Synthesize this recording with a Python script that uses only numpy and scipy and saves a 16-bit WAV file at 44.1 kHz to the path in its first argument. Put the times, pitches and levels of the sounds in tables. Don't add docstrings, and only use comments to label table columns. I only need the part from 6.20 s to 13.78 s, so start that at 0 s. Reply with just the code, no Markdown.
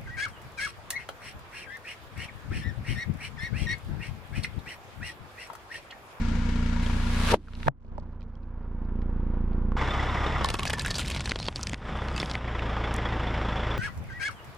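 import sys
import numpy as np
from scipy import signal
from scipy.fft import rfft, irfft, next_fast_len
from scipy.io import wavfile

SR = 44100
rng = np.random.default_rng(int(sys.argv[2]) if len(sys.argv) > 2 else 0)


def unload_wav(signal):
    wavfile.write(
        sys.argv[1],
        SR,
        np.round(np.clip(np.atleast_2d(signal).T, -1, 1) * 32767).astype(np.int16),
    )


N = 334278

CUT_S, EDGE_HZ = 3.567, 15900
T = np.arange(N) / SR

# time_s, firings_per_s
PETROL_SPEED = [(0.0, 29.19), (0.95, 29.6), (1.7, 29.0), (2.3, 29.03), (2.6, 28.77), (2.85, 29.14),
                (3.05, 28.72), (3.3, 28.41), (3.565, 29.48)]
# multiple_of_firing_rate, relative_level_db
PIPE_BESIDE = [(1, 1.5), (2, -4), (3, -3), (4, -18), (5, -10.5), (6, -10), (7, -11), (8, -2), (9, -18.5),
               (10, -21)]
PIPE_BEHIND = [(1, 1), (2, -5.5), (3, -8.5), (4, -23), (5, -16.5), (6, -18), (7, -11.5), (8, -13.5),
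               (9, -25.5), (10, -20), (11, -31.5), (12, -27), (13, -23.5), (14, -36.5), (15, -30),
               (16, -33), (17, -26.5), (18, -35)]
# frequency_hz, relative_level_db (per Hz)
WHIRR_DRY = [(20, -2), (100, 8.5), (250, 7.5), (350, -4), (700, -9), (1500, -4.5), (2300, -9), (4000, -14),
             (7000, -21.5), (10000, -34), (16000, -53)]
WHIRR_WET = [(20, 14), (100, 13), (250, 9.5), (480, 4), (650, -0.5), (1000, 1.5), (1500, -5), (2100, -15),
             (3500, -26.5), (6000, -46), (9000, -63.5), (16000, -56)]
# frequency_hz, width_hz, lift_db (dry; a share of it when wet)
BAY = [(495, 100, 5), (948, 73, 11.5), (1398, 37, 7), (1676, 36, 7), (2230, 89, 6.5)]
# time_s, level_db
PETROL_LEVEL = [(0.0, 0), (1.14, 0.5), (1.17, -2), (1.45, -11), (1.75, -12), (2.15, -13.5), (2.8, -2),
                (3.55, 1)]
BOOM_DB, DRONE_DRY_DB, DRONE_WET_DB = -26, -32.5, -37.5
DRONE_UNEVEN_DB = 2.5
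DRONE_DROP_S, DRONE_DROP_DB = 0.64, -2.5
WHIRR_DRY_DB, WHIRR_WET_DB, WHIRR_FOLLOWS = -40, -43.5, 0.57
SMOTHER_DB, SMOTHER_FALL_S, SMOTHER_HOLD_S, SMOTHER_RECOVER_S = -16.5, 0.019, 0.064, 0.17

# time_s, firings_per_s
DIESEL_SPEED = [(3.58, 31.53), (3.9, 34.13), (4.19, 33.66), (4.37, 33.01), (4.93, 29.95), (5.2, 28.31),
                (5.5, 26.92), (5.88, 31.82), (6.33, 28.33), (6.45, 27.24), (6.7, 28.09), (7.58, 27.22)]
# multiple_of_firing_rate, relative_level_db
PIPE_PULL = [(1, 1), (2, 4), (3, -5.5), (4, -10), (5, -24.5), (6, -19), (7, -12)]
PIPE_IDLE = [(1, -1), (2, 6.5), (3, 0), (4, 0), (5, -7), (6, -29), (7, -9.5), (8, -14.5), (9, -12.5)]
# frequency_hz, relative_level_db (per Hz)
CLATTER_AHEAD = [(20, 2.5), (110, 8), (250, 0.5), (550, -1.5), (1100, 0.5), (1500, -5.5), (2100, -6.5),
                 (2500, -12), (3500, -14), (4200, -25), (6500, -33.5), (8500, -42), (12000, -51.5),
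                 (16000, -62)]
CLATTER_UNDER = [(20, -10), (110, 8.5), (250, 5), (550, 3), (1000, 1.5), (1500, -1.5), (2100, -5.5),
                 (2600, -9), (3400, -10), (4200, -23), (6500, -34), (8500, -43.5), (12000, -50),
                 (16000, -58)]
# frequency_hz, width_hz, lift_db
BLOCK = [(940, 78, 0), (1890, 110, 1), (3480, 140, 2), (5380, 1140, 8.5), (7400, 710, 8.5),
         (9450, 800, 7.5)]
# time_s, level_db
DIESEL_LEVEL = [(3.6, -31.5), (4.2, -31.5), (4.36, -42), (4.8, -50.5), (5.25, -50), (5.57, -52),
                (5.69, -38.5), (6.2, -40.5), (6.5, -36.5), (7.55, -35)]
PULL_DB, IDLE_DB, PIPE_FOLLOWS = -12, -10, 0.58
LIMP_DB = 2.5
# frequency_hz, width_hz, level_db (before clatter curve)
RATTLES = [(1110, 540, -7), (2016, 420, -12.5), (3435, 220, -21)]
# start_s, level_db, pitch_hz
CHINKS = [(3.612, -23, 1974), (3.706, -28, 3540), (3.793, -23, 2000), (3.889, -31, 3640),
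          (3.971, -24, 2000), (4.063, -29, 3650), (4.149, -23, 1980), (6.641, -29, 3410), (6.78, -35, 3420),
          (6.855, -27.5, 3380), (6.926, -41, 3480), (7.07, -33, 3520), (7.288, -33, 3450),
          (7.365, -33, 3450), (7.40, -33, 3430), (7.437, -45, 3420), (7.51, -29.5, 3450)]
CHINK_RISE_S, CHINK_RING_S = 0.0046, 0.049
# delay_s, level_db
ECHOES = [(.0023, -25), (.0041, -20), (.0067, -19), (.0098, -16), (0.0147, -17.5)]

# frequency_hz, relative_level_db (per Hz)
RUMBLE_COLOUR = [(15, -26), (38, 4), (130, 0.5), (200, -5.5), (320, -15.5), (600, -20.5), (1200, -28),
                 (4000, -71)]
# frequency_hz, relative_level_db (per Hz)
CRUNCH_COLOUR = [(590, -41), (1000, 9), (1740, 1), (1950, -2), (3210, 2.5), (4260, -2), (4720, 2),
                 (6410, -3.5), (9210, -5.5), (15000, -25)]
# time_s, crunch_level_db
GRINDING = [(4.22, -44.5), (4.4, -49), (4.75, -46), (4.95, -45), (5.13, -49.5), (5.27, -53), (5.32, -58),
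            (5.4, -51.5), (5.53, -52.5), (5.57, -62), (5.62, -69), (5.92, -58), (6.01, -45), (6.07, -53),
            (6.12, -52), (6.2, -62)]
RUMBLE_DB, RUMBLE_FOLLOWS = -17.5, 0.36
DIP_ABOVE_DB, DIP_SHARE, DIP_FALL_S, DIP_HOLD_S, DIP_RECOVER_S = -34.5, 0.28, 0.025, 0.017, 0.059

# frequency_hz, relative_level_db (per Hz)
RUSH_COLOUR = [(240, -30), (400, -6), (780, -9), (949, -2.5), (1390, -5), (3830, -9), (7240, -20.5),
               (9810, -20.5), (15000, -38)]
# start_s, end_s, first_level_db, last_level_db
GUSHES = [(0.62, 1.12, -45.5, -42), (0.88, 1.11, -53, -30), (1.111, 1.121, -32, -28.5),
          (1.1386, 1.138, -22, -28), (1.17, 1.474, -73.5, -48.5)]
GUSH_RELEASE_DB_PER_S = 1097
# start_s, end_s, level_db, bubble_hz, bubble_level_db (before its left lean)
WAVES = [(1.101, 1.147, -20, 930, -17), (1.456, 1.487, -31.5, 900, -21)]
SETTLE_DB, SETTLE_S = -19.5, 0.31
SLOSH_DB, SLOSH_S = -7, 0.048
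# start_s, level_db, pitch_hz, t60_s, left_minus_right_db
SLAPS = [(1.1420, -2, 586, 0.0088, 5.5), (1.1435, -13.5, 360, 0.011, -2), (1.148, -26, 200, 0.03, 2),
         (1.274, -46, 1550, 0.024, 0), (1.284, -43, 1360, .022, 0), (1.4620, -27.5, 140, 0.081, -20),
         (1.4772, -23.5, 139, 0.036, -17), (1.4827, -21, 136, 0.061, 17), (1.482, -6.5, 650, 0.008, -12.5),
         (1.4832, -11, 1520, 0.0059, 11.5), (1.648, -40.5, 550, 0.01, -2), (1.781, -27, 850, 0.016, -4.5),
         (1.784, -29.5, 595, 0.023, -1), (3.520, -24.5, 1043, 0.01, -0.5)]
# start_s, level_db, pitch_hz, blip_db (relative to level_db)
DROPS = [(0.6625, -26.5, 3230, -1), (0.698, -25, 900, -12), (1.144, -18.5, 2300, -20),
         (1.284, -46, 1400, -8), (1.335, -37, 1520, -20), (1.352, -36.5, 2800, -9), (1.403, -39, 2160, -6),
         (1.4309, -27, 1890, -17), (1.471, -30, 1620, 0), (1.481, -26, 1650, -19), (1.648, -59, 2300, -7),
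         (1.781, -46, 3930, -17), (1.799, -47, 4500, -11), (2.0084, -46, 3170, -5), (2.019, -45, 2400, -6),
         (2.0285, -46, 3080, -13), (2.038, -58, 4000, -6), (2.154, -49.5, 3250, -2.5),
         (2.232, -54, 2500, -5), (2.43, -59, 2500, -10), (2.65, -56, 2500, -10), (2.757, -54, 2580, -5),
         (2.819, -44, 1880, -5), (3.332, -50, 2300, -10)]
DRIPS_FROM_S, DRIPS_TO_S, DRIP_DB, DRIP_SPREAD_DB = 1.6, 3.5, -65, 3
DRIP_LOW_HZ, DRIP_HIGH_HZ = 1700, 3600

# start_s, end_s, start_pitch_hz, end_pitch_hz, level_db
CREAKS = [(4.203, 4.238, 1160, 1130, -41), (4.274, 4.33, 1795, 1750, -52), (4.416, 4.438, 1165, 1085, -38),
          (4.466, 4.508, 1680, 1760, -41.5), (4.562, 4.594, 1030, 920, -42.5),
          (4.568, 4.62, 1805, 1765, -43), (4.646, 4.671, 1480, 1753, -39), (4.675, 4.712, 1790, 1770, -49),
          (4.699, 4.744, 1805, 1810, -39.5), (4.701, 4.717, 4480, 4890, -40),
          (4.737, 4.763, 4000, 4900, -41), (4.777, 4.805, 1455, 1380, -44), (5.205, 5.272, 4130, 4480, -48),
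          (5.273, 5.29, 4460, 4530, -39), (5.388, 5.402, 1250, 1350, -54), (5.431, 5.44, 1260, 1360, -46),
          (5.53, 5.544, 268, 219, -35)]
CREAK_BEND, CREAK_BENDS_PER_S = 0.0084, 60
CREAK_UNEVEN_DB, CREAK_PURE = 5.5, .55
# start_s, level_db, pitch_hz, thud_db (raised 4 dB later), snap_db, tear_t60_s
CRACKS = [(4.2456, -16, 3080, -23, -24, 0.012), (4.259, -25, 4070, -43, -36, 0.012),
          (4.288, -19, 2760, -29, -31, 0.016), (4.3025, -19, 3500, -26.5, -26.5, 0.014),
          (4.341, -20.5, 2590, -22, -28, 0.022), (4.3533, -27, 2800, -38, -44, 0.015),
          (4.389, -26, 3440, -33, -42, 0.013), (4.394, -19, 2500, -31, -31, 0.019),
          (4.405, -31, 2870, -49, -42, 0.013), (4.432, -23, 2850, -39, -31, 0.024),
          (4.4533, -24, 2580, -29.5, -31.5, 0.041), (4.4765, -26, 4730, -36, -43, 0.035),
          (4.498, -23, 1650, -29, -27.5, 0.025), (4.5033, -18.5, 2930, -31, -31, 0.019),
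          (4.5326, -22, 2620, -26.5, -25, 0.02), (4.5365, -24, 1760, -34, -34, 0.026),
          (4.5836, -36, 4500, -30, -39, .02), (4.595, -20.5, 4010, -38, -28, 0.023),
          (4.6199, -38, 2700, -49, -31, 0.017), (4.6487, -27, 1820, -42, -39, .024),
          (4.6612, -22, 1690, -38, -27.5, 0.022), (4.6808, -26, 1810, -35, -35, 0.027),
          (4.7062, -24, 4600, -32.5, -38, 0.037), (4.7116, -23.5, 3300, -40, -34, 0.023),
          (4.743, -28, 3940, -38, -36, 0.029), (4.755, -25.5, 4630, -38, -39, 0.074),
          (4.764, -34, 2720, -52, -38, 0.02), (4.783, -25.5, 3000, -37, -26.5, 0.039),
          (4.794, -21, 3200, -30.5, -29, 0.021), (4.8, -27.5, 3160, -50, -32, 0.078),
          (4.86, -27, 3820, -50, -34, 0.012), (4.8703, -31, 2900, -45, -42, 0.012),
          (4.881, -26.5, 3080, -42, -31, 0.029), (4.901, -23, 3100, -34, -27.5, 0.018),
          (4.911, -25, 2440, -35, -32, 0.024), (4.9474, -20.5, 3000, -33, -31, 0.016),
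          (4.9626, -25, 2370, -31.5, -29, 0.018), (4.996, -26, 3540, -30, -34, .009),
          (5.006, -25, 2200, -33, -26, 0.018), (5.041, -37, 3020, -41, -42, 0.0091),
          (5.0572, -22, 3700, -35, -30, 0.021), (5.0754, -27.5, 1620, -40, -36, 0.02),
          (5.0948, -24, 4410, -31.5, -32, 0.021), (5.11, -22, 3000, -36, -42, 0.021),
          (5.1182, -13, 2060, -23.5, -30, 0.008), (5.136, -40, 3380, -48, -55, .012),
          (5.1465, -37, 3800, -50, -50, .006), (5.1583, -24.5, 3330, -27.5, -46, 0.02),
          (5.189, -27, 3870, -40, -48, 0.011), (5.2005, -24.5, 4000, -28, -45, 0.0075),
          (5.22, -34, 3900, -50, -54, .012), (5.2282, -26, 3570, -45, -50, 0.018),
          (5.2427, -34, 4100, -44, -48, .009), (5.252, -31, 2500, -48, -52, .008),
          (5.2655, -27, 3570, -43, -50, 0.015), (5.256, -26, 3930, -38, -47, 0.0085),
          (5.2806, -28, 3780, -32, -46, 0.0043), (5.2842, -15.5, 3250, -20, -40, 0.011),
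          (5.3267, -32, 2350, -42, -51, 0.0054), (5.3594, -19.5, 4570, -35, -31, 0.01),
          (5.3664, -28, 3910, -39, -33, 0.0086), (5.3935, -41, 1630, -31, -42, 0.011),
          (5.4117, -31, 5570, -50, -44, .006), (5.431, -19.5, 5760, -38, -38, 0.0066),
          (5.435, -23, 5640, -35, -40, 0.0061), (5.4706, -17.5, 3090, -35.5, -24.5, 0.0096),
          (5.4953, -22, 3020, -38, -25, 0.0068), (5.533, -16.5, 2370, -26, -29, 0.0067),
          (5.5436, -18.5, 2430, -33, -37, 0.0055), (5.963, -33, 2670, -36, -35, .02),
          (5.979, -24, 2970, -33, -35, 0.015), (6.0005, -19, 3670, -30, -43, 0.011),
          (6.029, -23.5, 1930, -27, -46, 0.028), (6.0976, -31, 3440, -32, -49, .024),
          (6.1136, -22.5, 3770, -28.5, -44, 0.012), (6.1535, -16, 2050, -25, -53, 0.0075)]
CHIPS_FROM_S, CHIPS_TO_S, CHIP_DB, CHIP_SPREAD_DB = 4.45, 5.13, -31, 2
CHIP_LOW_HZ, CHIP_HIGH_HZ, CHIP_THUD_DB, CHIP_SNAP_DB, CHIP_TEAR_S = 1900, 4680, -18, -24, 0.032
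SHELL_DB, SHELL_RING_S = -27, 0.041
STRAIN_DB, STRAIN_S = -18.5, 0.028
# pitch_hz, level_db, t60_s
BODY = [(1124, -48, 0.17), (1746, -49, 0.18), (2720, -72, 0.07), (4570, -71, 0.046)]
COVER_S, COVER_FADE_S = 4.97, 0.19
# start_s, level_db, pitch_hz, t60_s
SHARDS = [(4.2471, -19, 1085, 0.044), (4.247, -32, 1770, 0.17), (4.393, -27, 1104, 0.043),
          (4.5366, -33.5, 1800, .14), (5.2, -34, 4270, 0.037), (5.963, -32, 2620, 0.048),
          (5.963, -32.5, 4750, 0.033), (5.978, -33, 2630, 0.058), (6.001, -32, 3460, 0.046),
          (6.001, -31, 5400, 0.032), (6.017, -38, 3420, 0.074)]
# start_s, level_db, pitch_hz
GRIT = [(5.773, -33, 4200), (5.885, -28.5, 4430), (6.017, -26, 5000), (6.059, -28.5, 5130),
        (6.105, -36, 5200), (6.137, -34, 5200), (6.394, -21.5, 2810), (6.741, -30, 9200),
        (6.764, -31, 8800)]

# frequency_hz, likeness (0-1)
SAME_PETROL = [(100, 0.9), (260, 1), (600, 0.75), (2000, 0.37), (5000, 0.14), (12000, 0.06)]
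SAME_RUMBLE = [(40, 1), (800, 1)]
SAME_WET = [(100, 1), (1000, 1), (3000, 1), (9000, 0.64)]
SAME_DIESEL = [(100, 1), (2000, 1), (3500, .995), (6000, 0.95), (12000, 0.87)]
# time_s, side_level_db
WIDTH = [(1.0, -33), (1.2, -14), (1.42, -6.5), (1.55, -2), (1.8, -4), (2.05, -39), (2.4, -60),
         (3.55, -58.5), (3.58, -13.5), (4.15, -13.5), (4.27, -7), (4.55, -14), (4.8, -25.5), (5.1, -30),
         (5.3, -60)]
WIDTH_BASS_DB, WIDTH_BASS_HZ = -4, 400


def amp(db):
    return 10 ** (np.asarray(db) / 20)


def evened(x):
    return x / np.sqrt(np.mean(x ** 2) + 1e-20)


def read(points, hz):
    f, value = np.transpose(points)
    return np.interp(np.log(hz + 1), np.log(f + 1), value)


def curves(rows):
    s, *columns = np.transpose(rows)
    return [np.interp(T, s, c) for c in columns]


def after(s, fade):
    return np.clip((T - s) / fade + .5, 0, 1)


def dip(s, fall, hold, recover):
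    return np.clip(np.minimum((T - s) / fall, 1 - (T - s - fall - hold) / recover), 0, 1)


def add(mix, s, sound):
    part = mix[:, round(s * SR):][:, :sound.shape[-1]]
    part += sound[..., :part.shape[1]]


def ringing(t, hz, db, t60):
    return amp(db - 60 * t / t60) * np.sin(2 * np.pi * hz * t)


def band(x, lo_hz, hi_hz, order=2):
    edges = [min(lo_hz, SR * .4), min(hi_hz, SR * .45)]
    return signal.sosfilt(signal.butter(order, edges, "band", fs=SR, output="sos"), x)


def colour(pair, points, same, resonances=()):
    size = next_fast_len(N)
    hz, (mid, side) = np.fft.rfftfreq(size, 1 / SR), rfft(pair, size)
    lifts = sum(lift / (1 + (2 * (hz - f) / width) ** 2) for f, width, lift in resonances)
    db = read(points, hz) + lifts
    likeness = np.clip(read(same, hz), 0, 1)
    mid, side = mid * np.sqrt(1 + likeness), side * np.sqrt(1 - likeness)
    return evened(irfft(np.array([mid + side, mid - side]) * amp(db), size)[:, :N])


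def white():
    return rng.standard_normal((2, N))


def wander(per_s):
    knots = rng.standard_normal(2000)
    return evened(np.interp(T * per_s, np.arange(len(knots)), knots))


def grains(per_s, spread_db):
    out = np.zeros((2, N))
    place, size, sign = rng.random((100000, 3))[:round(2 * per_s * N / SR)].T
    strength = amp(spread_db * np.minimum(-np.log(1 - size), 4))
    out.flat[(place * 2 * N).astype(int)] = np.sign(sign - .5) * strength
    return evened(out)


def ticks(per_s, spread_db, lo_hz, hi_hz, width, count=14):
    bands = (evened(band(grains(per_s / count, spread_db), hz, hz * (1 + width), order=1))
             for hz in np.geomspace(lo_hz, hi_hz, count))
    return evened(sum(bands))


def burst(t60, lo_hz, hi_hz, apart=0.018):
    t, t60 = np.arange(3000) / SR, max(t60, .001)
    breaks = rng.standard_normal((2, len(t)))
    mid, side = breaks * abs(breaks) ** .5 * amp(-60 * t / t60)
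    mid[10] += 8
    x = band(np.array([mid + apart * side, mid - apart * side]), lo_hz, hi_hz)
    return x / (3 * np.sqrt(np.sum(x ** 2) / (.5 * t60 * SR)))


def turning(speed, firing_s):
    turns = np.cumsum(curves(speed)[0]) / SR
    return turns - np.interp(firing_s, T, turns)


def exhaust(turns, orders, smear=0, focus=0):
    k, db = np.transpose(orders)
    log_gain = np.log(amp(db))
    mirrored = np.r_[log_gain[0], log_gain, log_gain[-2::-1]]
    lag = signal.hilbert(mirrored).imag[1:len(k) + 1] + smear * (k - 1) ** 2
    lag = lag + focus * (k > 4) * (2 * np.pi * k * .035 - lag)
    phase = 2 * np.pi * k[:, None] * (turns % 1) - lag[:, None]
    return -amp(db)[:, None] * np.cos(phase.astype("float32"))


def puffs(turns, depth, decay, uneven_db, limp_db=0):
    firing = np.floor(turns).astype(int)
    strength = amp(uneven_db * rng.uniform(-1, 1, 400))[firing % 400]
    strength = strength * amp(limp_db * np.cos(np.pi * firing))
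    return white() * (1 + depth * strength * np.exp(-(turns % 1) / decay))


def underbody(x):
    out, bright = x.copy(), band(x, 480, 9900, order=1)
    for delay, db in ECHOES:
        add(out, delay, amp(db) * bright)
    return out


def petrol():
    level_db = curves(PETROL_LEVEL)[0]
    smothered = sum(dip(end, SMOTHER_FALL_S, SMOTHER_HOLD_S, SMOTHER_RECOVER_S) for _, end, *_ in WAVES)
    turns = turning(PETROL_SPEED, firing_s=.119)
    behind, wet = after(2.33, 0.64), after(1.15, .01)
    drone_dry_db = DRONE_DRY_DB + DRONE_DROP_DB * after(DRONE_DROP_S, .03)
    drone_db = (1 - wet) * drone_dry_db + wet * DRONE_WET_DB
    uneven_db = DRONE_UNEVEN_DB * rng.uniform(-1, 1, 400)[np.round(turns).astype(int) % 400]
    pipe = 0
    for orders, share, focus in (PIPE_BESIDE, 1 - behind, 0), (PIPE_BEHIND, behind, 1):
        harmonics = exhaust(turns, orders, focus=focus)
        boom, drone = evened(harmonics[:4].sum(0)), evened(harmonics[4:].sum(0))
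        pipe = pipe + share * (amp(BOOM_DB) * boom + amp(drone_db + uneven_db * wet) * drone)
    dry_puffs = puffs(turns, depth=0.62, decay=0.27, uneven_db=5.0)
    dry = colour(dry_puffs, WHIRR_DRY, SAME_PETROL, BAY) * amp([[6], [0]])
    wet_bay = [(f, width, 0.31 * lift) for f, width, lift in BAY]
    wet_puffs = puffs(turns, depth=0.46, decay=0.36, uneven_db=11.0)
    muffled = colour(wet_puffs, WHIRR_WET, SAME_WET, wet_bay)
    whirr = (1 - wet) * amp(WHIRR_DRY_DB) * dry + wet * amp(WHIRR_WET_DB) * muffled
    lean = amp((-0.5 - wet) * np.array([[.7], [-.7]]))
    engine = amp(level_db) * lean * pipe + amp(WHIRR_FOLLOWS * level_db) * whirr
    return amp(SMOTHER_DB * smothered) * engine


def rattle(turns):
    out = 0
    for hz, width, db in RATTLES:
        shake = puffs(turns - .02, depth=5.7, decay=0.32, uneven_db=7.5, limp_db=LIMP_DB)[0]
        out = out + amp(db) * evened(band(shake, hz - width / 2, hz + width / 2))
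    return out


def diesel():
    level_db = curves(DIESEL_LEVEL)[0]
    turns, idle = turning(DIESEL_SPEED, firing_s=6.996), after(5.68, 0.91)
    pulling_pipe = evened(exhaust(turns + 0.209, PIPE_PULL, smear=0.262).sum(0))
    idling_pipe = evened(exhaust(turns, PIPE_IDLE).sum(0))
    pipe = (1 - idle) * amp(PULL_DB) * pulling_pipe + idle * amp(IDLE_DB) * idling_pipe
    ahead_puffs = puffs(turns + .3, depth=0.67, decay=0.35, uneven_db=9)
    ahead = colour(ahead_puffs, CLATTER_AHEAD, SAME_DIESEL, BLOCK)
    under_puffs = puffs(turns + .01, depth=1.05, decay=0.43, uneven_db=2, limp_db=LIMP_DB / 2)
    under = colour(under_puffs, CLATTER_UNDER, SAME_DIESEL, BLOCK)
    clatter = np.sqrt(1 - idle) * amp(1.5) * ahead + np.sqrt(idle) * amp(3.0) * under + rattle(turns)
    pipe_gain = amp(PIPE_FOLLOWS * level_db + 0.52 * wander(30))
    return pipe_gain * pipe + amp(level_db - 0.6) * underbody(clatter)


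def chinks():
    out, t = np.zeros((2, N)), np.arange(SR // 8) / SR
    for (s, db, hz), split in zip(CHINKS, rng.uniform(-0.079, 0.076, len(CHINKS))):
        ring = np.sin(2 * np.pi * hz * t) + 0.62 * np.sin(2 * np.pi * hz * (1 + split) * t)
        add(out, s, ring * np.minimum(t / CHINK_RISE_S, 1) * amp(db - 60 * t / CHINK_RING_S))
    return out


def wet_tyre():
    patter = ticks(per_s=260, spread_db=-3, lo_hz=1300, hi_hz=5200, width=.5, count=5)
    fading = after(1.596, 0.096) * (1 - 0.58 * after(2.06, 0.37))
    return amp(-74.0) * band(patter[0], 900, 5160) * fading


def grinding():
    grind_db = curves(GRINDING)[0]
    splinters = ticks(per_s=900, spread_db=1.5, lo_hz=1395, hi_hz=10140, width=0.071, count=20)
    splinters = splinters + 0.85 * grains(per_s=1200, spread_db=2.0)
    crunch = underbody(colour(splinters, CRUNCH_COLOUR, SAME_DIESEL)) * amp(grind_db + 2.1 * wander(90))
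    rumble = colour(white(), RUMBLE_COLOUR, SAME_RUMBLE) * amp(RUMBLE_DB + RUMBLE_FOLLOWS * grind_db)
    return after(4.24, 0.055) * (1 - after(6.2, 0.055)) * (crunch + rumble)


def crack_dips():
    depth_db = np.zeros(N)
    for s, _, _, thud_db, *_ in CRACKS:
        if thud_db > DIP_ABOVE_DB:
            sink = dip(s, DIP_FALL_S, DIP_HOLD_S, DIP_RECOVER_S)
            depth_db = np.maximum(depth_db, DIP_SHARE * (thud_db - DIP_ABOVE_DB) * sink)
    return amp(-depth_db)


def slosh():
    t = np.arange(SR // 4) / SR
    splash, settle = rng.standard_normal((2, len(t)))
    return (evened(band(splash, 130, 800, order=4)) * amp(SLOSH_DB - 60 * t / SLOSH_S)
            + evened(band(settle, 120, 330, order=4)) * amp(SETTLE_DB - 60 * t / SETTLE_S))


def drop(db, hz, blip_db=-10):
    t = np.arange(3000) / SR
    splat = band(burst(0.0083, hz / 1.4, hz * 1.88, apart=.3), 500, 5800, order=3)
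    return amp(db) * (splat + ringing(t, hz, blip_db, 0.018))


def drips(count=7):
    when, size, pitch = rng.random((count, 3)).T
    s = DRIPS_FROM_S + when * (DRIPS_TO_S - DRIPS_FROM_S)
    db = DRIP_DB + DRIP_SPREAD_DB * (2 * size - 1)
    hz = DRIP_LOW_HZ * (DRIP_HIGH_HZ / DRIP_LOW_HZ) ** pitch
    return list(zip(s, db, hz))


def water():
    spray = colour(grains(per_s=7000, spread_db=4.5) + .5 * white(), RUSH_COLOUR, SAME_PETROL)
    flow = 0
    for start, end, first_db, last_db in GUSHES:
        gush_db = np.interp(T, [start, end], [first_db, last_db])
        release_db = GUSH_RELEASE_DB_PER_S * np.maximum(T - end, 0)
        flow = flow + amp(gush_db - release_db) * after(start, 0.0048)
    out = spray * flow * (1 - after(1.489, 0.0098))
    for start, end, db, bubble_hz, bubble_db in WAVES:
        t = np.arange(start, end, 1 / SR)
        swell = np.linspace(0, 1, len(t)) * signal.windows.tukey(len(t), .2)
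        wash = evened(band(rng.standard_normal(len(t)), 90, 600))
        bubble = np.sin(2 * np.pi * bubble_hz * t) * swell ** 2
        add(out, start, amp(db) * swell * wash + amp(bubble_db) * bubble * amp([[3], [-8]]))
        add(out, end, amp(db) * slosh())
    t = np.arange(4096) / SR
    for s, db, hz, t60, pan_db in SLAPS:
        add(out, s, ringing(t, hz, db, t60) * amp([[pan_db / 2], [-pan_db / 2]]))
    for s, *landing in DROPS + drips():
        add(out, s, drop(*landing))
    return out


def clogged(pair):
    left, right = pair
    dull = signal.sosfiltfilt(signal.butter(1, 1700, fs=SR, output="sos"), left)
    filled = after(1.49, 0.02) * (1 - after(2.52, 0.98))
    return np.array([left + filled * (dull - left), right])


def creaks():
    out = np.zeros((2, N))
    bend = 1 + CREAK_BEND * wander(CREAK_BENDS_PER_S)
    grip = amp(CREAK_UNEVEN_DB * wander(110))
    for start, end, from_hz, to_hz, db in CREAKS:
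        size, first = round((end - start) * SR), round(start * SR)
        slips = (rng.random(SR) < 900 / SR) * rng.uniform(0.18, 1, SR)
        pitch_hz = np.linspace(from_hz, to_hz, size) * bend[first:][:size]
        turn = np.exp(2j * np.pi * np.cumsum(pitch_hz) / SR)
        r = np.exp(-np.pi * .035 * from_hz / SR)
        ring = (turn * signal.lfilter([1 - r], [1, -r], slips[:size] / turn)).real
        ring = band(ring, from_hz / 1.44, from_hz * 1.4)
        ring = CREAK_PURE * evened(turn.imag) + (1 - CREAK_PURE) * evened(ring)
        add(out, start, amp(db) * evened(ring * grip[first:][:size]) * signal.windows.tukey(size, .3))
    return out


def shell(hz, t, count=4):
    ratio, phase = rng.random((2, count, 1))
    partials = np.sin(2 * np.pi * (hz * 0.73 * 1.7 ** ratio * t + phase)).sum(0) / np.sqrt(count)
    return partials * np.minimum(t / 0.0018, 1) * amp(-60 * t / SHELL_RING_S)


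def strain(db, hz):
    return amp(db + STRAIN_DB) * burst(STRAIN_S, hz / 1.7, hz * 2.0)[:, ::-1]


def crack(db, hz, thud_db, snap_db, t60):
    t = np.arange(3000) / SR
    return [amp(db) * burst(t60, hz / 1.41, hz * 1.34),
            ringing(t, hz, db - 7.0, t60 * 1.3),
            amp(db + SHELL_DB) * shell(hz, t),
            amp(thud_db + 4.0) * burst(t60 * 1.63, 135, 1260, apart=0.0042),
            amp(snap_db) * band(burst(t60 * 1.3, 4900, 9160, apart=0.43), 5300, 25000)]


def chips(count=26):
    when, size, pitch = rng.random((count, 3)).T
    db = CHIP_DB + CHIP_SPREAD_DB * (2 * size - 1)
    s = CHIPS_FROM_S + when * (CHIPS_TO_S - CHIPS_FROM_S)
    hz = CHIP_LOW_HZ * (CHIP_HIGH_HZ / CHIP_LOW_HZ) ** pitch
    return list(zip(s, db, hz, db + CHIP_THUD_DB, db + CHIP_SNAP_DB, np.full(count, CHIP_TEAR_S)))


def toy():
    out, t = np.zeros((2, N)), np.arange(SR // 4) / SR
    covered = after(COVER_S, COVER_FADE_S)
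    for s, db, hz, thud_db, snap_db, t60 in CRACKS + chips():
        for part in crack(db, hz, thud_db, snap_db, t60):
            add(out, s, part)
        run_up = strain(db, hz)
        add(out, s - run_up.shape[1] / SR, run_up)
    body_ring = sum(ringing(t, hz, db, t60) for hz, db, t60 in BODY)
    out += signal.oaconvolve(out * (1 - covered), body_ring[None], axes=1)[:, :N]
    out += 0.4 * (1 - covered) * (underbody(out) - out)
    out += covered * (band(out, 60, 9200, order=3) - out)
    for s, db, hz, t60 in SHARDS:
        add(out, s, ringing(t, hz, db, t60))
    for s, db, hz in GRIT:
        add(out, s, amp(db) * burst(0.012, hz / 1.74, hz * 1.04))
    return out


def widened(pair, size):
    hz = np.fft.rfftfreq(size, 1 / SR)
    narrow_bass = amp(WIDTH_BASS_DB / (1 + (hz / WIDTH_BASS_HZ) ** 2))
    scatter = irfft(narrow_bass * 1j * np.sign(rng.standard_normal(len(hz))))
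    side = signal.oaconvolve(pair.mean(0), np.roll(scatter, size // 2 - 1), "same")
    side = side * amp(curves(WIDTH)[0])
    return pair + np.array([side, -side])


def scene():
    second = after(CUT_S, 0.0017)
    balloon = clogged(petrol() + water() + wet_tyre())
    pistol = crack_dips() * (diesel() + grinding()) + chinks() + toy() + creaks()
    return widened((1 - second) * balloon + second * pistol, size=256)


def record(dry):
    lowpass = signal.firwin(511, EDGE_HZ, window=("kaiser", 9), fs=SR)
    return signal.oaconvolve(dry, lowpass[None], "same")


dry = scene()
out = record(dry)
unload_wav(out)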